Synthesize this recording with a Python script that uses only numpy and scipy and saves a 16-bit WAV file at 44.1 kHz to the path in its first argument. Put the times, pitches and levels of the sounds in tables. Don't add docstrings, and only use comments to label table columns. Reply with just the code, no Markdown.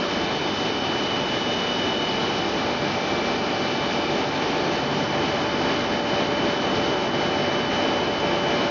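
import sys
import numpy as np
from scipy import signal
from scipy.fft import rfft, irfft
from scipy.io import wavfile
from scipy.ndimage import uniform_filter1d

SR = 44100
rng = np.random.default_rng(int(sys.argv[2]) if len(sys.argv) > 2 else 0)


def gain_from_db(level_db):
    decades = np.asarray(level_db, float) / 20
    return 10 ** decades


def materialize(psi):
    bounded = np.clip(np.atleast_2d(psi).T, -1, 1)
    quanta = np.round(bounded * 32767).astype(np.int16)
    wavfile.write(sys.argv[1], SR, quanta)


N = 383669
T = np.arange(N) / SR

# t/s, share of the turn (0-1)
CAMERA_TURN = [
    (0, .05),
    (3, 0.2),
    (5, 0.53),
    (7, 0.82),
    (8.7, 0.97),
]
# f/Hz, density level/dB per Hz
BLOWER_ROAR = [(25, -98), (60, -73.5), (100, -61), (145, -57.5), (250, -51.5), (400, -52), (480, -55.5),
               (520, -57), (700, -55.5), (870, -57.5), (960, -59.5), (1350, -61), (2500, -69),
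               (6000, -94.5)]
# f/Hz, density level/dB per Hz
AIR_HISS = [(500, -88), (1500, -78), (2500, -67), (3500, -67), (5000, -70), (6000, -74.5), (6600, -84),
            (6950, -88.5), (7130, -98), (7400, -105)]
# f/Hz, width/Hz, lift/dB
CASINGS = [(145, 10, 3), (200, 12, 2), (345, 40, 2), (445, 30, 2), (1730, 80, 3), (2190, 60, 1.5),
           (2330, 50, 3), (2450, 70, 2), (3010, 100, 1)]
SHAFT_STRONG = {"6th": 6, "10th": 10, "24th": 24, "32nd": 32}
# multiple of the shaft speed, level/dB
SHAFT_WEAK = [(2.0, -59), (3.0, -52), (4.0, -49), (8.0, -53), (14.0, -45), (16.0, -46), (20.0, -48),
              (48.0, -53)]
GEARS_AND_PUMPS = {"mesh a": 587.7, "mesh b": 874.5, "mesh c": 883.5, "mesh d": 2106.9, "pump a": 1649.1,
                   "pump b": 2421.1, "pump c": 3849.1, "pump d": 4150.5}
LINE_LEVELS = {"6th": (-51.5, -51, 4), "10th": (-43.5, -41, 1.6), "24th": (-42.5, -32, -0.1),
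               "32nd": (-43, -41, 0.5), "mesh a": (-45, -45, 1), "mesh b": (-47, -38.5, .5),
               "mesh c": (-44.5, -49, 1.5), "mesh d": (-56, -47, 2), "pump a": (-52, -49, 2),
               "pump b": (-63, -63, 3), "pump c": (-65.5, -52, 2.5), "pump d": (-60.5, -63, 3.5),
               "lower": (-47, -47, 0.5), "carrier": (-43, -43, 0.5), "upper": (-42, -44.5, 0.2),
               "slot low": (-50, -51, 1.4), "slot high": (-54, -61, .9)}
# line, middle t/s, length/s,
# lift/dB
HALL_SPOTS = [("lower", 1.5, 2.15, 11.6), ("lower", 2.1, .8, 1.3), ("lower", 2.7, .3, -3),
              ("lower", 3.8, 1.3, 4.5), ("lower", 4.5, .5, -5), ("lower", 6.22, .5, -14.5),
              ("lower", 8.7, 3.4, 4.1), ("lower", 8.7, .9, 3.3), ("carrier", .85, 1.0, 4.5),
              ("carrier", 1.95, 0.97, 7), ("carrier", 3.2, 0.57, -7), ("carrier", 4.4, .7, -4.5),
              ("carrier", 5.03, 0.62, 2.8), ("carrier", 6.9, 2.9, 6.9), ("upper", .55, 1.1, 1.2),
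              ("upper", 1.95, 1.2, -8), ("upper", 3.1, 1.1, -5), ("upper", 4.3, 1.2, -1.3),
              ("upper", 5.85, .25, -5), ("upper", 7.3, .9, -5), ("upper", 8.3, 1.2, 4),
              ("slot low", 0.05, .9, 5), ("slot low", 2.0, .9, 4), ("slot low", 3.3, 2.1, 10),
              ("slot low", 3.05, .8, 2.2), ("slot low", 8.5, 1.9, 8), ("slot high", .6, 1.9, 8),
              ("slot high", 1.8, .9, 11), ("slot high", 3.95, .8, 8), ("slot high", 6.1, 1.3, 5),
              ("6th", 2.83, .6, 10.3), ("6th", 5.0, .5, 7), ("6th", 8.25, .5, 8), ("10th", 3.7, 1.5, 3),
             ("10th", 4.57, .4, -7), ("24th", .05, 0.46, 5), ("24th", 1.9, 1.1, -1.1),
             ("24th", 3.6, 1.5, 2.2), ("24th", 5.4, 1.5, 1.9), ("32nd", .0, .25, -10.5),
             ("32nd", 4.5, .7, 2.2), ("mesh c", 6.7, .7, -4), ("mesh c", 8.3, .7, 4),
             ("32nd", 3.3, 2.0, 3.5), ("mesh a", .5, .6, -7), ("mesh a", 7.1, 0.55, -12),
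             ("mesh b", 4.3, 1.6, 5.5), ("mesh b", 3.1, 1.1, 3), ("mesh c", 5.3, .5, -9),
             ("mesh c", 6.13, 0.54, 4), ("pump a", 3.0, 2.4, -11.5), ("pump b", 1.9, 1.2, 10),
             ("pump b", 5.2, 1.2, 6), ("pump c", 2.2, .9, 9), ("pump c", 4.5, 1.8, -10.5),
             ("pump d", 0.33, 1.4, 10), ("pump d", 5.0, 1.1, 9)]
# control, middle t/s, length/s, sideband shift/half turns
THROBS = [
    ("turns", 2.45, 1.3, .6),
    ("turns", 5.75, 1.4, .5),
]
# f/Hz, level/dB
FAINT_LINES = [(826.3, -49), (932.7, -54), (1083.4, -53), (1440, -55), (1520.1, -59), (1560, -59),
               (2114.3, -58), (2226.7, -55), (2373.2, -59), (2378.7, -57), (2666.3, -60), (2872, -61),
               (2974.3, -58), (3073.2, -58), (3128.4, -61), (3626.9, -59), (4000.4, -59), (4178.8, -64),
               (4400.1, -63), (4480.2, -58), (4520, -63), (4560.2, -60), (4600, -57), (5960, -70),
               (5999.9, -67), (6040, -71), (3915, -62), (4440, -61)]
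# t/s, f/Hz, level/dB, t60/s
PIPE_KNOCK = (6.4, 1243, -36, .9)
# control, middle t/s, length/s, lift/dB
GAIN_MOVES = [("gain", 0.75, 0.13, -1.7), ("gain", 2.43, 0.088, 1.1), ("gain", 2.4, 0.092, -0.72),
              ("gain", 2.78, .06, -1.8), ("gain", 3.4, .06, -1.1), ("gain", 4.3, .15, -0.81),
              ("gain", 4.2, 0.14, 0.69), ("gain", 4.89, 0.13, -1), ("gain", 5.08, 0.056, -2),
              ("gain", 5.7, 0.115, 1.1), ("gain", 5.87, 0.075, -0.92), ("gain", 6.02, 0.079, -1.8),
              ("gain", 6.18, .11, 1.6), ("gain", 6.29, .06, -1.3), ("gain", 6.76, 0.14, 1.1),
              ("gain", 7.0, 0.1, -1.1), ("gain", 7.11, .06, -2.4), ("gain", 6.6, 0.057, -1),
              ("gain", 7.67, .08, -1.7), ("gain", 7.85, .25, .5), ("gain", 8.15, 0.17, -1.5),
              ("gain", 8.41, .05, -0.97), ("gain", 8.5, .07, 1.1), ("gain", 8.62, .07, 1),
              ("gain", 8.7, 0.034, -2), ("gain", 0.0, 0.031, -1.6), ("gain", 1.98, .07, -.9)]


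def read(points, hz):
    f, value = np.transpose(points)
    return np.interp(np.log(hz + 1), np.log(f + 1), value)


def drift(rate):
    coarse = np.arange(0, N + 400, 200) / SR
    speeds = np.geomspace(rate / 10, rate, num=12)[:, None]
    waves = np.sin(2 * np.pi * (speeds * coarse + rng.random(speeds.shape))) / np.sqrt(speeds)
    rms = np.sqrt(np.sum(.5 / speeds))
    return np.interp(T, coarse, waves.sum(0) / rms)


def turned(pumps, blowers, t):
    return pumps + (blowers - pumps) * np.interp(t, *np.transpose(CAMERA_TURN))


def spots(rows, name):
    t = T[::200]
    total = 0 * t
    for key, middle, length, lift in rows:
        if key == name:
            total = total + lift * np.exp(-abs(2 * (t - middle) / length) ** 3)
    return np.interp(T, t, total)


def line_db(name):
    pumps_db, blowers_db, fading_db = LINE_LEVELS[name]
    fades_per_s = 1.5
    hall_db = spots(HALL_SPOTS, name)
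    return turned(pumps_db, blowers_db, T) + hall_db + fading_db * drift(fades_per_s)


def tone(hz, db, waver=0.28):
    phase = 2 * np.pi * (hz * T + rng.random()) + waver * drift(3)
    return np.sqrt(2) * gain_from_db(db) * np.sin(phase)


def air():
    size, hop = 1024, 256
    frames, hz = N // hop + 5, np.fft.rfftfreq(size, 1 / SR)
    real, imag, patches = rng.standard_normal((frames, len(hz), 3)).T
    patches = uniform_filter1d(uniform_filter1d(patches, size=14, axis=0), size=14, axis=1)
    flutter = uniform_filter1d(rng.standard_normal(frames), size=7)
    t = np.arange(frames) * hop / SR
    roar_db = read(BLOWER_ROAR, hz)[:, None] + turned(1.5, 4, t)
    hiss_db = read(AIR_HISS, hz)[:, None] + turned(2, 0.9, t) + .6 * flutter / flutter.std()
    power = gain_from_db(roar_db) ** 2 + gain_from_db(hiss_db) ** 2
    z = (real + 1j * imag) * np.sqrt(power) * gain_from_db(.5 * patches / patches.std())
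    flow = gain_from_db(14.5) * signal.istft(z, nperseg=size, noverlap=size - hop)[1][:N]
    fine = np.fft.rfftfreq(N, 1 / SR)
    lift_db = sum(db / (1 + (2 * (fine - f) / width) ** 2) for f, width, db in CASINGS)
    low_cut = 1 / (1 + (26 / (fine + 1)) ** 4)
    return irfft(rfft(flow) * gain_from_db(lift_db) * low_cut, N)


def shaft():
    shaft_hz = 24.203
    strong = sum(tone(k * shaft_hz, line_db(name)) for name, k in SHAFT_STRONG.items())
    weak = sum(tone(round(k) * shaft_hz, db - 1.5 + 2 * drift(4), waver=.4) for k, db in SHAFT_WEAK)
    return strong + weak


def gears():
    return sum(tone(hz, line_db(name)) for name, hz in GEARS_AND_PUMPS.items())


def drive():
    carrier_hz, supply_hz, slot_hz = 3000.1, 40.0, 666.8
    carrier, supply = 2 * np.pi * carrier_hz * T, 2 * np.pi * supply_hz * T
    shift = np.pi * (-.46 + spots(THROBS, "turns"))
    lower = gain_from_db(line_db("lower")) * np.cos(carrier - supply + shift)
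    middle = gain_from_db(line_db("carrier")) * np.cos(carrier)
    upper = gain_from_db(line_db("upper")) * np.cos(carrier + supply + shift)
    slot_low = tone(carrier_hz - slot_hz, line_db("slot low"), waver=.15)
    slot_high = tone(carrier_hz + slot_hz, line_db("slot high"), waver=.15)
    whine = np.sqrt(2) * (lower + middle + upper) + slot_low + slot_high
    flutter_db, flutters_per_s = .5, 24
    return whine * gain_from_db(flutter_db * drift(flutters_per_s))


def thin_lines():
    return sum(tone(hz, db - 2 + 3 * drift(.8), waver=.3) for hz, db in FAINT_LINES)


def clang():
    start, hz, db, t60 = PIPE_KNOCK
    age = np.maximum(T - start, 0)
    onset = 1 - np.exp(-age / .012)
    return gain_from_db(db - 60 * age / t60) * onset * np.sin(2 * np.pi * hz * age)


def scene():
    tones = shaft() + gears() + drive() + thin_lines() + clang()
    return (air() + gain_from_db(.8) * tones)[None]


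def ragged_edge(x):
    hz, t, z = signal.stft(x, SR, nperseg=1024, noverlap=768)
    jitter = rng.standard_normal(len(t) // 6 + 1).repeat(6)[:len(t)]
    kept = hz[:, None] < 7005 + 95 * jitter
    return signal.istft(z * kept, SR, nperseg=1024, noverlap=768)[1][:, :N]


def top_cut(x):
    return signal.sosfilt(signal.butter(12, 7200, fs=SR, output="sos"), x)


def record(dry):
    breath_db, breaths_per_s = 0.25, 16
    x = dry * gain_from_db(spots(GAIN_MOVES, "gain") + breath_db * drift(breaths_per_s))
    ceiling = .42
    mix = ragged_edge(ceiling * np.tanh(x / ceiling))
    return top_cut(mix)


dry = scene()
out = record(dry)
materialize(out)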